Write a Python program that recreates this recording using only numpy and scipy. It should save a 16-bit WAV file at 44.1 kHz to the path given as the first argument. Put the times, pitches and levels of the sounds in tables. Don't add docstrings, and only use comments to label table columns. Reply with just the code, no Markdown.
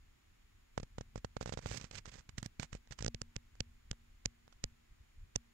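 import sys
import numpy as np
from scipy import signal
from scipy.fft import rfft, irfft, next_fast_len
from scipy.io import wavfile

SR = 44100
rng = np.random.default_rng(int(sys.argv[2]) if len(sys.argv) > 2 else 0)


def wav_out(sig):
    wavfile.write(sys.argv[1], SR, np.round(np.clip(np.atleast_2d(sig).T, -1, 1) * 32767).astype(np.int16))


N = 244225
TIME = np.arange(N) / SR
FFT_SIZE = next_fast_len(N, True)
FREQS = np.maximum(np.arange(FFT_SIZE // 2 + 1) * SR / FFT_SIZE, 1)

# time in seconds, thump in dB, release in ms, grit in dB.
SLIPS = [(0.7781, -23, 0.064, -35.5), (0.8, -28.5, 0.42, -44.5), (0.8316, -27, 0.44, -45),
         (0.9835, -27, 0.21, -41.5), (1.01, -28, 0.37, -42), (1.1584, -26.5, 0.19, -43),
         (1.1781, -30, 0.5, -43), (1.2468, -25.5, 0.15, -39.5), (1.3676, -26, 0.14, -40),
         (1.4113, -27, .12, -43.5), (1.428, -28, .39, -44), (1.4596, -29.5, 0.14, -38),
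         (1.476, -31, .25, -41), (1.4935, -29.5, 0.23, -40), (1.5241, -28.5, 0.12, -44),
         (1.5377, -30.5, .17, -38.5), (1.5742, -28.5, .13, -41), (1.5904, -34.5, .11, -45),
         (1.6598, -27.5, 0.062, -40), (1.7141, -32, 0.14, -39), (1.7447, -33.5, 0.19, -40),
         (1.773, -44, 0.16, -32.5), (1.8128, -34.5, 0.48, -40), (1.8425, -31, 0.45, -42),
         (1.9119, -39, 0.26, -40.5), (1.954, -42, 0.49, -38), (2.0567, -44, 0.067, -43.5),
         (2.0779, -34, 0.58, -53), (2.1564, -36.5, 0.46, -49), (2.292, -31.5, 0.91, -43.5),
         (2.6304, -37, 0.032, -33), (2.7295, -25.5, 0.89, -38.5), (2.751, -27.5, 0.45, -43),
         (2.9097, -28.5, 0.93, -43.5), (2.9231, -56, 0.23, -38), (2.9896, -44.5, .12, -38),
         (3.0076, -22.5, 1, -40.5)]
# time in seconds, strength in dB, grit length in ms.
SPECKS = [(1.799, -47, 2.2), (2.874, -55, 1.4), (3.359, -49.5, 1.7), (3.554, -59, 1.7), (3.931, -52, .8),
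          (4.479, -54, .9), (4.526, -53.5, 3.2)]
# time in seconds, thump in dB, grit in dB.
NUDGES = [(2.3819, -21, -27.5), (2.4291, -21.5, -32.5), (2.4609, -19.5, -32.5), (2.5979, -17, -30.5)]
# time in seconds, thump in dB, release in ms,
# twitch lead in ms, low chirp in Hz, its strength in dB, high chirp in Hz, its strength in dB.
CLICKS = [(3.0255, -28, 0.29, .55, 1700, -38, 6100, -19.5), (3.047, -22.5, 0.42, .33, 1980, -30, 6050, -20),
          (3.0637, -21, 0.34, 1.42, 1530, -26, 5800, -16),
          (3.081, -23, 0.23, 0.225, 1210, -48, 5930, -15.5),
          (3.1467, -24, 0.61, 0.503, 2930, -29, 5140, -25),
          (3.2174, -27, 0.39, .39, 1443, -32.5, 6000, -17.5),
          (3.3641, -23, 0.59, 0.31, 2030, -28, 5400, -19.5),
          (3.606, -20.5, 0.48, 0.66, 2740, -24.5, 5080, -14),
          (3.9134, -20, 0.74, 0.607, 3000, -24.5, 5840, -17.5),
          (4.2583, -21, 0.48, 0.44, 2340, -27.5, 5800, -9), (4.6405, -22, 0.45, 0.42, 2620, -31, 5990, -11),
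          (5.36, -21, 0.34, 0.34, 1370, -46, 6250, -6.5)]


def from_db(db):
    return 10 ** (np.asarray(db) / 20)


def unit_rms(x):
    return x / np.sqrt(np.mean(x ** 2) + 1e-20)


def over_hz(points):
    hz, value = np.transpose(points)
    return np.interp(np.log(FREQS), np.log(hz), value)


def filtered(x, gain):
    return irfft(rfft(x, FFT_SIZE) * gain, FFT_SIZE)[..., :N]


def dulled(x, corner_hz, order=2):
    return filtered(x, 1 / (1 + (FREQS / corner_hz) ** order))


def drift(rate_hz):
    return unit_rms(dulled(rng.standard_normal(N), rate_hz))


def cusp(ms, rise_ms, fall_ms):
    return np.exp(np.where(ms < 0, ms / rise_ms, -ms / fall_ms))


def play(rows, shape):
    track, reach = np.zeros(N), SR // 25
    for at_s, *columns in rows:
        span = slice(max(int(at_s * SR) - reach, 0), int(at_s * SR) + reach)
        track[span] += shape((TIME[span] - at_s) * 1000, *columns)
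    return track


def room_tone(bed_db=-62.5, swell_db=5.0, swell_hz=12, rumble_hz=170):
    # frequency in Hz, relative level in dB.
    tone = [(12, -30), (20, 2), (87, -8.5), (153, -22.5), (196, -25), (232, -26), (324, -29), (427, -32.5),
            (478, -37), (2150, -34), (4680, -42.5), (6540, -44.5), (7110, -42.5), (8170, -49.5),
            (15500, -51)]
    # frequency in Hz, left-right correlation.
    likeness = [(60, 1), (130, 0.73), (290, -0.38), (640, -0.69), (1410, 0.25), (3100, -0.16),
                (6820, -0.012), (15000, -0.01)]
    alike = np.clip(over_hz(likeness), -.99, .99)
    colour = from_db(over_hz(tone)) / np.sqrt(1 + np.maximum(alike, 0))
    mid = filtered(rng.standard_normal(N), colour * np.sqrt(1 + alike))
    side = filtered(rng.standard_normal(N), colour * np.sqrt(1 - alike))
    air = np.array([mid + side, mid - side]) * from_db(bed_db) / np.std(mid)
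    rumble = signal.sosfiltfilt(signal.butter(2, rumble_hz, fs=SR, output="sos"), air)
    swell = unit_rms(from_db(swell_db * drift(swell_hz)))
    return air + rumble * (swell - 1)


def whine(waver_hz=4):
    # pitch in Hz, rms level in dB before panning.
    notes = [(6885, -91)]
    tone = np.zeros(N)
    for hz, db in notes:
        phase = 2 * np.pi * np.cumsum(hz + waver_hz * drift(30)) / SR
        tone += from_db(db) * np.sqrt(2) * np.sin(phase)
    return tone * from_db([[-3], [3]])


def jolt(ms, db, release_ms):
    return from_db(db) * cusp(ms, release_ms, release_ms) / (2 * release_ms)


def thumps(press_ms=1.95, soft_ms=0.62):
    def nudge(ms, db, grit_db):
        return (jolt(ms + press_ms / 2, db, soft_ms) - jolt(ms - press_ms / 2, db, soft_ms)) / 2
    pulls = play([row[:3] for row in SLIPS + CLICKS], jolt)
    specks = play(SPECKS, lambda ms, db, length_ms: jolt(ms, db, release_ms=.04) / length_ms)
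    return play(NUDGES, nudge) - pulls - specks


def resonance(x, hz, width_hz, db):
    radius = np.exp(-np.pi * width_hz / SR)
    poles = [1, -2 * radius * np.cos(2 * np.pi * hz / SR), radius ** 2]
    return from_db(db) * (1 - radius ** 2) / 2 * signal.lfilter([1, 0, -1], poles, x + 1e-18)


def housing(force):
    # pitch in Hz, width in Hz, gain in dB.
    modes = [(50.8, 23.4, -2.5), (109.1, 54, 0.5), (166, 155, -5.5), (485, 215, 0), (740, 210, -8),
             (1330, 113, -12.5)]
    return sum(resonance(force, *mode) for mode in modes)


def housing_ring(force):
    # pitch in Hz, width in Hz, gain in dB.
    mode = (234, 2.55, -7)
    # time in seconds, drive in dB.
    drive = [(1.5, -4), (2.6, 0.5)]
    return resonance(force * from_db(np.interp(TIME, *np.transpose(drive))), *mode)


def spurts(rows):
    return play(rows, lambda ms, db, length_ms: from_db(db) * cusp(ms / length_ms, 0.31, 1.04))


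def friction(slide, slip_ms=2.96, nudge_ms=1.33, uneven_db=3.5, grain_db=2.0, thinning=0.65):
    # frequency in Hz, relative level in dB.
    colour = [(150, -31), (350, -2.5), (600, 3.5), (1100, 5), (2200, 8), (3500, 3.5), (5500, 2.5),
              (7500, 2.5), (10000, -10.5), (16000, -14)]
    slip_grit = [(at_s, db, slip_ms) for at_s, _, _, db in SLIPS]
    nudge_grit = [(at_s, db, nudge_ms) for at_s, _, db in NUDGES]
    grit = spurts(slip_grit + nudge_grit + SPECKS)
    creep = play(CLICKS, lambda ms, *row: from_db(row[-1] - 23) * cusp(ms, rise_ms=1.8, fall_ms=0.71))
    stream = slide * from_db(1 + uneven_db * drift(107))
    grains = rng.standard_normal(N) * from_db(grain_db * drift(4600))
    catches = unit_rms(filtered(grains, from_db(over_hz(colour))))
    body = dulled(catches, corner_hz=2000, order=4)
    catches -= thinning * slide / slide.max() * body
    return catches * np.sqrt(stream ** 2 + grit ** 2 + creep ** 2)


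def sliding(attack_ms=2.5, release_ms=8):
    # start in seconds, length in seconds, strength in dB.
    rubs = [(1.164, .022, -66), (1.411, 0.017, -49.5), (1.461, 0.035, -54), (1.525, 0.015, -48.5),
            (1.576, 0.0087, -51.5), (1.928, 0.059, -51), (2.055, 0.036, -56), (2.119, 0.081, -57.5),
            (2.379, 0.0093, -47.5), (2.431, .03, -61), (2.598, 0.047, -50.5), (2.722, 0.044, -61.5),
            (2.917, 0.011, -50), (2.982, 0.064, -61)]
    # time in seconds, relative strength in dB.
    long_slide = [(1.6, -83), (1.624, -57.5), (1.652, -59.5), (1.662, -51), (1.698, -51.5), (1.782, -47),
                  (1.79, -61.5), (1.84, -56.5), (1.9, -83)]
    strength = from_db(np.interp(TIME, *np.transpose(long_slide), left=-120, right=-120) + 3.5)
    for start_s, length_s, db in rubs:
        outside_ms = (TIME - np.clip(TIME, start_s, start_s + length_s)) * 1000
        strength += from_db(db) * cusp(np.clip(outside_ms, -200, 200), attack_ms, release_ms)
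    return strength


def drag(slide, gain_db=0.5):
    return from_db(gain_db) * slide * drift(rate_hz=160)


def snags(slide, per_s=60, gain_db=11, spread_db=3, release_hz=900):
    caught = rng.random(N) < per_s / SR
    sizes = from_db(gain_db + spread_db * np.clip(rng.standard_normal(N), -2, 2))
    return -dulled(caught * sizes * slide, release_hz) * SR / (np.pi * release_hz)


def sparkle(slide, lowest_hz=7500, fade_hz=12000, slide_db=-59, nudge_db=-50, nudge_ms=3.4, uneven_db=4):
    low_cut = signal.butter(2, lowest_hz, "high", fs=SR, output="sos")
    fine = dulled(signal.sosfilt(low_cut, rng.standard_normal(N)), fade_hz)
    hard_sliding = from_db(slide_db + uneven_db * drift(90)) * (slide / slide.max()) ** 2
    return fine * (hard_sliding + spurts([(row[0], nudge_db, nudge_ms) for row in NUDGES]))


def chirp(ms, hz, db, rise_cycles=0.88, fall_cycles=0.24):
    cycles = ms * hz / 1000
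    return from_db(db) * cusp(cycles, rise_cycles, fall_cycles) * np.cos(2 * np.pi * cycles)


def clicks(gain_db=0.3, lowest_hz=700, twitch_share=0.4):
    def click(ms, thump_db, release_ms, lead_ms, low_hz, low_db, high_hz, high_db):
        twitch, snap = (chirp(t, low_hz, low_db) + chirp(t, high_hz, high_db) for t in (ms + lead_ms, ms))
        return twitch_share * twitch + snap
    return from_db(gain_db) * filtered(play(CLICKS, click), 1 / (1 + (lowest_hz / FREQS) ** 4))


def near_port(rustle, snaps, top_hz=8280, leak_db=-16.5):
    high_cut = signal.butter(14, top_hz, fs=SR, output="sos")
    return signal.sosfilt(high_cut, rustle + snaps + 1e-18) + from_db(leak_db) * rustle


def far_port(near, lag_ms=0.61):
    # frequency in Hz, gain in dB.
    shading = [(30, 5), (60, 1), (110, -4), (200, -4), (400, -6.5), (600, -9), (1100, -11.5), (2400, -23),
               (4400, -21), (8000, -26.5), (15000, -1)]
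    shaded = filtered(near, from_db(over_hz(shading)))
    return np.interp(TIME - lag_ms / 1000, TIME, shaded)


def scene():
    slide = sliding()
    force = thumps() + drag(slide) + snags(slide)
    right = housing(force) + near_port(friction(slide), clicks()) + sparkle(slide)
    return np.array([far_port(right), right]) + housing_ring(force) + room_tone() + whine()


def record(dry):
    return signal.sosfilt(signal.ellip(10, .2, 70, 15700, fs=SR, output="sos"), dry)


dry = scene()
out = record(dry)
wav_out(out)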